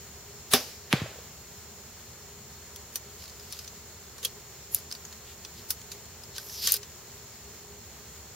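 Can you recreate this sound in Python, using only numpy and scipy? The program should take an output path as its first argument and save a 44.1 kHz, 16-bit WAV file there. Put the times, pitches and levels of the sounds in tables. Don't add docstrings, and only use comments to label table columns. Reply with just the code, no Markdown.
import sys
import numpy as np
from scipy import signal
from scipy.fft import rfft, irfft, next_fast_len
from scipy.io import wavfile
from scipy.ndimage import uniform_filter1d

SR = 44100
rng = np.random.default_rng(int(sys.argv[2]) if len(sys.argv) > 2 else 0)


def amplitude_ratio(level_db):
    exponent = np.asarray(level_db, float) / 20
    return 10 ** exponent


def log_audio(samples):
    frames = np.atleast_2d(samples).T
    limited = np.clip(frames, -1, 1)
    pcm = np.round(limited * 32767).astype(np.int16)
    wavfile.write(sys.argv[1], SR, pcm)


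N = 368235

# time in seconds, level in dB, contact bandwidth in Hz.
STOPS = [
    (0.5365, -4, 14000),
    (0.5381, -8, 3000),
    (0.5407, -23, 1500),
    (0.546, -23, 1500),
    (.5490, -25.5, 1500),
    (.5575, -15, 1500),
]
# frequency in Hz, time to fall 60 dB in seconds.
RATTLE_T60 = [(100, 0.18), (400, 0.43), (1500, 0.21), (5000, 0.11), (9000, 0.092), (16000, 0.14)]
# frequency in Hz, time to fall 60 dB in seconds.
TREES_T60 = [(100, 0.43), (500, 1), (2000, 0.69), (3500, 0.64), (5500, 0.74), (9000, 0.58), (16000, 0.47)]


def rms_one(x):
    return x / np.sqrt(np.mean(x ** 2) + 1e-20)


def at_hz(points, hz):
    table_hz, values = np.transpose(points)
    return np.interp(np.log(hz), np.log(table_hz), values)


def add(out, x, s):
    i = round(s * SR)
    out[..., i:i + x.shape[-1]] += x[..., :N - i]


def drift(rate):
    r = np.exp(-80 * np.pi * rate / SR)
    noise = rng.standard_normal(N // 40 + 2002)
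    slow = signal.lfilter([1], [1, -2 * r, r * r], noise)[2000:]
    return np.interp(np.arange(N) / 40, np.arange(len(slow)), rms_one(slow))


def unit_click(size):
    return (np.arange(size) == 0) * 1.


def ring(clicks, hz, t60):
    r, w = amplitude_ratio(-60 / (t60 * SR)), 2 * np.pi * hz / SR
    return signal.lfilter([0, np.sin(w)], [1, -2 * r * np.cos(w), r * r], clicks + 1e-18)


def ring_modes(clicks, modes, luck_db):
    return sum(amplitude_ratio(db + k) * ring(clicks, hz, t60) for (hz, db, t60), k in zip(modes, luck_db))


def band(x, low_hz, high_hz):
    edges = [low_hz, min(high_hz, .45 * SR)]
    return signal.sosfilt(signal.butter(2, edges, "band", fs=SR, output="sos"), x)


def pair(gain_of_hz, alike, size):
    hz = np.maximum(np.arange(size // 2 + 1) * SR / size, 1)
    mid, side = rfft(rng.standard_normal((2, size)))
    alike = np.clip(alike(hz), -.99, .99)
    both = np.sqrt(1 + alike) * mid + np.sqrt(1 - alike) * side * [[1], [-1]]
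    return irfft(gain_of_hz(hz) * both, size)


def white_pair(alike, size):
    return pair(np.ones_like, lambda hz: alike + 0 * hz, size)


def dying(spectrum, t60s, stretch, rise_s, alike):
    t, edges = np.arange(2 ** 15) / SR, 80 * 2 ** np.arange(0, 8, .5)
    out, power = 0, 0
    for low, high in zip(edges, edges[1:]):
        hz = np.sqrt(low * high)
        noise = band(white_pair(alike, len(t)), low, high) * amplitude_ratio(at_hz(spectrum, hz))
        power += np.mean(noise ** 2)
        out = out + noise * amplitude_ratio(-60 * t / (stretch * at_hz(t60s, hz)))
    return out / np.sqrt(power) * (1 - np.exp(-t / rise_s))


def yard():
    # frequency in Hz, density in dB per Hz.
    traffic = [(15, -59), (25, -2), (43, -20), (65, 1.5), (201, -9), (231, -6), (261, -20.5), (324, -14.5),
               (409, -6.5), (492, -14), (1000, -16.5), (1300, -23.5), (2200, -120)]
    # frequency in Hz, density in dB per Hz.
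    leaves = [(590, -24), (1000, -11), (1260, -5.5), (2020, -5.5), (2530, -7.5), (3680, -7.5), (4180, -6),
              (4990, -6.5), (7010, -4), (9180, -13.5), (10900, -13.5), (15000, -6), (15900, -7.5),
              (16500, -31)]
    # centre in Hz, width in Hz, rms level in dB, throb in dB.
    drones = [(75.2, 9.1, -64, 2.5), (408.6, 9.4, -65, -3.5), (4270, 100, -64.5, 0), (5440, 650, -62, -2),
              (6990, 820, -54, -0.5)]
    # frequency in Hz, likeness from -1 to 1.
    likeness = [(60, 0.97), (130, 0.93), (290, 0.88), (640, 0.85), (1410, 0.74), (3100, 0.5), (6820, -0.28),
                (15000, -0.05)]
    alike, size = lambda hz: at_hz(likeness, hz), next_fast_len(N)
    out = 0
    for table, db in ((traffic, -52), (leaves, -50.5)):
        floor = pair(lambda hz: amplitude_ratio(at_hz(table, hz)), alike, size)[:, :N]
        out += amplitude_ratio(db + .5 * drift(6.1)) * rms_one(floor)
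    for centre, width, db, throb_db in drones:
        peak = lambda hz: 1 / (1 + (2 * (hz - centre) / width) ** 2)
        out += rms_one(pair(peak, alike, size)[:, :N]) * amplitude_ratio(db + throb_db * drift(5.1))
    return out


def quiver_wall():
    # time in seconds, level in dB, share of the air column's note in dB.
    wall_hits = [
        (2.958, -43.5, 0),
        (4.183, -47, 7),
        (4.234, -48, 9),
        (4.254, -45, 9),
        (6.382, -38, -8),
        (6.675, -33, -5),
        (6.694, -41, -5),
        (6.741, -40, 5.5),
        (6.83, -49, -6),
    ]
    # frequency in Hz, level in dB, time to fall 60 dB in seconds.
    wall = [(1150, -2, 0.046), (1540, 0, .04), (1830, 0, 0.048)]
    air_hz, air_t60_s = 490, 0.036
    out, t = np.zeros((2, N)), np.arange(SR // 10) / SR
    click = unit_click(len(t))
    for s, db, air_db in wall_hits:
        note = ring_modes(click, wall, rng.normal(0, 2.6, len(wall)))
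        note = note + amplitude_ratio(air_db) * ring(click, air_hz, air_t60_s)
        add(out, amplitude_ratio(db) * note * (1 - np.exp(-t / .002)), s)
    return out


def rubbing():
    # start in seconds, hold in seconds, level in dB, hiss share in dB,
    # resonance in Hz.
    brushes = [
        (3.19, 0.053, -55.5, -3, 4700),
        (3.33, 0.15, -60, -5, 4900),
        (3.51, 0.11, -54, -4, 4900),
        (4.238, .018, -51, -5, 6200),
        (4.757, 0.0037, -44, 2, 5030),
        (5.266, .06, -57, -9, 3050),
        (5.572, 0.027, -53.5, -6, 4400),
        (6.361, .022, -45.5, -14, 4000),
    ]
    # time in seconds, speed as dB, resonance of the free length in Hz,
    # share that rings from 0 to 1.
    pull = [
        (6.36, -62, 4700, .4),
        (6.42, -49.5, 5140, 0.6),
        (6.542, -47, 5770, 0.8),
        (6.616, -45, 4670, 0.9),
        (6.625, -37.5, 4840, 0.7),
        (6.698, -33, 5010, 0.3),
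        (6.705, -36.5, 4880, .4),
        (6.775, -42, 4950, .5),
    ]
    rise_db_per_s, fall_db_per_s, brush_share = 600, 350, 0.43
    t = np.arange(N) / SR
    tube_gain, hiss_gain = np.zeros((2, N))
    for s, hold_s, db, hiss_db, _ in brushes:
        before_s, after_s = np.maximum(s - t, 0), np.maximum(t - s - hold_s, 0)
        gain = amplitude_ratio(db - rise_db_per_s * before_s - fall_db_per_s * after_s)
        tube_gain = tube_gain + gain
        hiss_gain = hiss_gain + amplitude_ratio(hiss_db) * gain
    s, speed_db, pull_hz, pull_share = np.transpose(pull)
    pulling = (t >= s[0]) & (t < s[-1])
    speed = uniform_filter1d(pulling * 1., size=400) * amplitude_ratio(np.interp(t, s, speed_db))
    bears_db = np.interp(t, (6.42, 6.54), (-13, 2.5))
    tube_gain = tube_gain + speed * amplitude_ratio(bears_db)
    hiss_gain = hiss_gain + speed
    brush_s, *_, brush_hz = np.transpose(brushes)
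    latest_brush = np.maximum(np.searchsorted(brush_s - .03, t) - 1, 0)
    hz = np.where(pulling, np.interp(t, s, pull_hz), brush_hz[latest_brush])
    share = np.clip(np.where(pulling, np.interp(t, s, pull_share), brush_share), 0, 1)
    slip = np.minimum(rng.exponential(1, N), 4)
    clump = rng.standard_normal(N // 100 + 1).repeat(100)[:N]
    grains = rng.standard_normal((4, N)) * amplitude_ratio(2.1 * slip + 1.9 * clump)
    turn = np.exp(2j * np.pi * np.cumsum(hz) / SR)
    narrow = np.real(signal.lfilter([1], [1, -1.8, .81], grains[0] + 1j * grains[1]) * turn)
    sides = grains[2] + 0.34 * grains[3] * [[1], [-1]]
    broad = rms_one(band(band(sides, 2500, 7800), 2500, 7200))
    broad = broad + 0.17 * rms_one(band(sides, 1400, 2700))
    tube = np.sqrt(share) * rms_one(narrow) + np.sqrt(1 - share) * broad
    hiss = rms_one(band(sides, 11000, 13700))
    return amplitude_ratio(2.5) * tube_gain * tube + amplitude_ratio(-0.5) * hiss_gain * hiss


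def knocks():
    # time in seconds, peak in dB, brightness in dB, time to fall 60 dB in seconds,
    # loudest ring in Hz.
    firm = [(2.7606, -29.5, -8, 0.034, 6000), (2.9565, -18.5, -11, 0.066, 5970),
            (3.5244, -28.5, -6, .0465, 5650), (4.1814, -36, -16, 0.13, 5630),
            (4.2295, -30.5, -14, 0.12, 3800), (4.2492, -17.5, -7, 0.064, 3320),
            (4.2523, -20, -20, 0.05, 5380), (4.747, -22.5, 11.5, 0.013, 6930), (4.7862, -39, -1, .04, 6270),
            (4.9133, -25, -22, 0.06, 4930), (4.9242, -24, -15, 0.025, 5200),
            (5.449, -27.5, -21, 0.041, 3430), (5.7048, -17.5, -4, 0.081, 13670),
            (5.917, -29, -13.5, 0.13, 5940), (6.3816, -23, -12.5, 0.036, 5130),
            (6.6228, -32, -9.5, 0.023, 4730), (6.6726, -12, -11.5, .045, 5940),
            (6.6894, -31, -5, .071, 4800), (6.7208, -19.5, 7.5, 0.022, 11660), (6.7296, -26, 0, .03, 3100),
            (6.7401, -20, 0, 0.058, 4850), (6.7654, -31.5, 1.1, .04, 4230)]
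    # time in seconds, peak in dB, loudest ring in Hz.
    light = [(3.222, -36, 2570), (3.238, -35, 5200), (3.256, -36, 4360), (3.2793, -35.5, 4270),
             (3.2964, -37, 4660), (3.3967, -36.5, 5050), (3.5306, -29, 3800), (3.5474, -39, 3760),
             (3.567, -40, 3900), (3.59, -29, 5240), (3.645, -34.5, 6340), (3.677, -32.5, 6040),
             (4.9507, -29, 4750), (5.0512, -32, 6450), (5.1266, -34, 4420), (5.8147, -34.5, 6900),
             (6.055, -39, 7100), (6.2353, -34, 5160), (6.3628, -31, 4230), (6.4968, -33, 5680),
             (6.8303, -31.5, 5900)]
    # frequency in Hz, level in dB, time to fall 60 dB in seconds.
    shaft = [(1270, -21, 0.041), (1500, -11, 0.033), (1910, -15, 0.06), (2570, -8, 0.042),
             (3140, -9.5, 0.056), (3980, -7.5, 0.036), (4930, 4, 0.02), (6100, -3.5, 0.061),
             (7030, -3.5, 0.025), (8900, 0.5, 0.011), (9620, 2.5, 0.004), (11120, -16, .015),
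             (12070, -2, 0.0078), (13200, -13, 0.0093), (15100, -5, .01)]
    tick_bright_db, tick_t60_s = -17, 0.062
    out, t = np.zeros((2, N)), np.arange(SR // 10) / SR
    click = unit_click(len(t))
    ticks = [(s, db, tick_bright_db, tick_t60_s, hz) for s, db, hz in light]
    for s, db, bright_db, t60, own_hz in sorted(list(firm) + ticks):
        body_db = -20 - 0.43 * (db + 31.5)
        t60 = np.clip(t60, .005, .2)
        fade = amplitude_ratio(-60 * t / (.3 * t60)) + .55 * amplitude_ratio(-60 * t / t60)
        mid, side = rng.standard_normal((2, len(t))) * fade
        push = .9 * click + .2 * (mid + .5 * side * [[1], [-1]])
        luck = rng.normal(0, 2.0, len(shaft))
        modes = [(hz * (1 + 0.023 * k), level, 0.16 * ring_s) for (hz, level, ring_s), k in zip(shaft, luck)]
        rings = ring_modes(push, modes, luck)
        rings = rings + amplitude_ratio(-3.5) * ring(push, own_hz, min(110 / own_hz, .017))
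        sound = 0
        for low, high, gain_db in ((800, 4100, body_db + 8.5), (2500, 7600, 0), (8500, 16000, bright_db + 8.0)):
            part = band(band(rings, low, high), low, high)
            sound = sound + amplitude_ratio(gain_db) * part / np.abs(part).max()
        add(out, amplitude_ratio(db + 1.5) * sound, s)
    return out


def target():
    # frequency in Hz, level in dB, time to fall 60 dB in seconds.
    tip = [(1850, -16, 0.0035), (2950, 1, 0.0016), (5410, -17.5, 0.0026), (10750, -11.5, 0.0028)]
    # time in seconds, level in dB, start in Hz, end in Hz, time to die in seconds.
    thump = [
        (.9348, -12, 950, 90, .026),
        (1.0170, -23.5, 800, 75, .037),
    ]
    # time in seconds, level in dB, end pitch in Hz.
    trunks = [
        (.966, -35, 340),
        (1.042, -37, 250),
        (1.059, -33, 564),
        (1.093, -44, 560),
        (1.115, -40.5, 400),
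        (1.157, -40.5, 465),
        (1.187, -40, 440),
    ]
    # frequency in Hz, density in dB per Hz.
    after_hit = [(59, -44), (100, -14), (350, -8.5), (1030, -7.5), (1870, -3), (3320, -4.5), (5900, -14.5),
                 (8280, -27), (14700, -20), (16000, -41)]
    pierce_s = .9283
    out, t = np.zeros((2, N)), np.arange(SR // 4) / SR
    snap = ring_modes(unit_click(len(t)), tip, np.zeros(len(tip)))
    add(out, band(snap, 760, 11400), pierce_s)
    # s, dB, start Hz, end Hz, sag s, time to die s
    thuds = [(s, db, start_hz, end_hz, .0005, dies_s) for s, db, start_hz, end_hz, dies_s in thump]
    thuds += [(row[0] + .0165, -35.5, 160, 104, .0095, 0.068) for row in thump]
    thuds += [(s, db, 620, end_hz, .0019, 0.018) for s, db, end_hz in trunks]
    for s, db, start_hz, end_hz, sag_s, dies_s in thuds:
        pitch = end_hz + (start_hz - end_hz) / (1 + t / sag_s)
        swell = amplitude_ratio(db - 60 * (t / dies_s) ** 2) * (1 - np.exp(-t / 0.00044))
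        add(out, -swell * np.sin(2 * np.pi * np.cumsum(pitch) / SR), s)
    add(out, amplitude_ratio(-22.0) * dying(after_hit, RATTLE_T60, 0.46, 0.00136, 0.91), pierce_s)
    add(out, amplitude_ratio(-32.5) * dying(after_hit, TREES_T60, 0.92, 0.0079, 0.74), pierce_s)
    return out


def string_stroke():
    # time in seconds, level in dB.
    stroke = [
        (.508, -81),
        (.516, -36),
        (.530, -27.5),
        (0.5382, -23),
        (0.538, -77),
    ]
    whistle_hz, whistle_db, start_s, stop_s = 3915, -12, .5332, .5366
    out, t = np.zeros((2, N)), np.arange(SR) / SR
    s, db = np.transpose(stroke)
    rush = rms_one(band(white_pair(1.1, SR), 290, 16000))
    add(out, rush * amplitude_ratio(np.interp(t, s, db, left=-200, right=-200)), 0)
    grow = np.clip((t - start_s) / (stop_s - start_s), 0, 1)
    fade = amplitude_ratio(-60 * np.maximum(t - stop_s, 0) / .004)
    add(out, amplitude_ratio(whistle_db) * grow * fade * np.sin(2 * np.pi * whistle_hz * t), 0)
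    return out


def bow_stops():
    # frequency in Hz, level in dB, time to fall 60 dB in seconds.
    limbs = [(150, -30, 0.03), (531, -38, 0.034), (1230, -26.5, 0.021), (1825, -29, 0.035),
             (2400, -28.5, .02), (3540, -26, 0.055), (5600, -20, 0.013), (10700, -17.5, .006),
             (15200, -13.5, 0.0059)]
    # frequency in Hz, level in dB, time to fall 60 dB in seconds.
    swing = [(248, -19.5, 0.12), (411, -16, 0.062), (698, -21.5, 0.083), (771, -24.5, 0.13)]
    out, t = np.zeros((2, N)), np.arange(SR) / SR
    for s, db, contact_hz in STOPS:
        contact = signal.butter(2, contact_hz, fs=SR, output="sos")
        click = signal.sosfilt(contact, unit_click(SR // 3))
        click = amplitude_ratio(db) * click / click.max()
        push = click / click.sum() * click.max()
        body = ring_modes(push, limbs, rng.normal(0, 3, len(limbs)))
        add(out, band(click * 0.7 + 2.6 * body, 165, 17000), s)
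    swinging = ring_modes(unit_click(SR), swing, np.zeros(len(swing)))
    add(out, swinging * (1 - np.exp(-t / 0.0018)), STOPS[1][0])
    add(out, amplitude_ratio(-3) * ring(unit_click(400), 9000, .0009), STOPS[0][0])
    return out


def bow_shudder():
    # frequency in Hz, density in dB per Hz.
    rattle = [(59, -35), (100, -20), (229, -16), (547, -8), (721, -12), (1360, -9.5), (3470, -2),
              (8640, -15), (11600, -5.5), (16000, -7)]
    # frequency in Hz, density in dB per Hz.
    echo = [(59, -43), (100, -16.5), (266, -13), (315, -8), (662, -13), (930, -15), (1310, -12), (2990, -2),
            (5530, -3), (7610, -14), (16000, 2.5)]
    out, t = np.zeros((2, N)), np.arange(SR) / SR
    buzz = rms_one(band(white_pair(0.44, SR), 4600, 6060))
    add(out, buzz * (amplitude_ratio(-24.5 - 60 * t / 0.18) + amplitude_ratio(-41.5 - 60 * t / 0.93)), STOPS[1][0])
    add(out, amplitude_ratio(-17.0) * dying(rattle, RATTLE_T60, 0.98, 0.00077, 0.9), STOPS[0][0])
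    add(out, amplitude_ratio(-34.0) * dying(echo, TREES_T60, 1, 0.0126, 0.51), STOPS[0][0])
    return out


def scene():
    bow = string_stroke() + bow_stops() + bow_shudder()
    return yard() + quiver_wall() + rubbing() + knocks() + target() + bow


def smear(x):
    # frequency in Hz, level in dB.
    noise_db = [(300, -22), (1500, -12), (4000, -10), (10000, -8), (16000, -8)]
    frame, frame_start = 1024, 734
    lead = frame - frame_start
    padded = np.pad(x, ((0, 0), (lead, 2 * frame)))
    window = np.sin(np.pi * (np.arange(2 * frame) + .5) / (2 * frame))
    hz, _, frames = signal.stft(padded, SR, window, 2 * frame, frame)
    power = uniform_filter1d(np.abs(frames) ** 2, size=56, axis=1)
    turn = np.exp(2j * np.pi * rng.random(frames.shape))
    noise = np.sqrt(np.abs(power)) * turn * amplitude_ratio(at_hz(noise_db, hz + 1))[:, None]
    return x + signal.istft(noise, SR, window, 2 * frame, frame)[1][:, lead:][:, :N]


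def band_limit(x):
    return signal.sosfilt(signal.butter(12, 16820, fs=SR, output="sos"), x)


def record(dry):
    dry = signal.sosfilt(signal.butter(2, 45, "high", fs=SR, output="sos"), dry)
    loud = np.clip(smear(dry), -1.1, 1.1)
    cut = signal.sosfilt(signal.cheby2(16, 40, 16100, fs=SR, output="sos"), loud)
    return band_limit(np.clip(cut, -1, 1))


dry = scene()
out = record(dry)
log_audio(out)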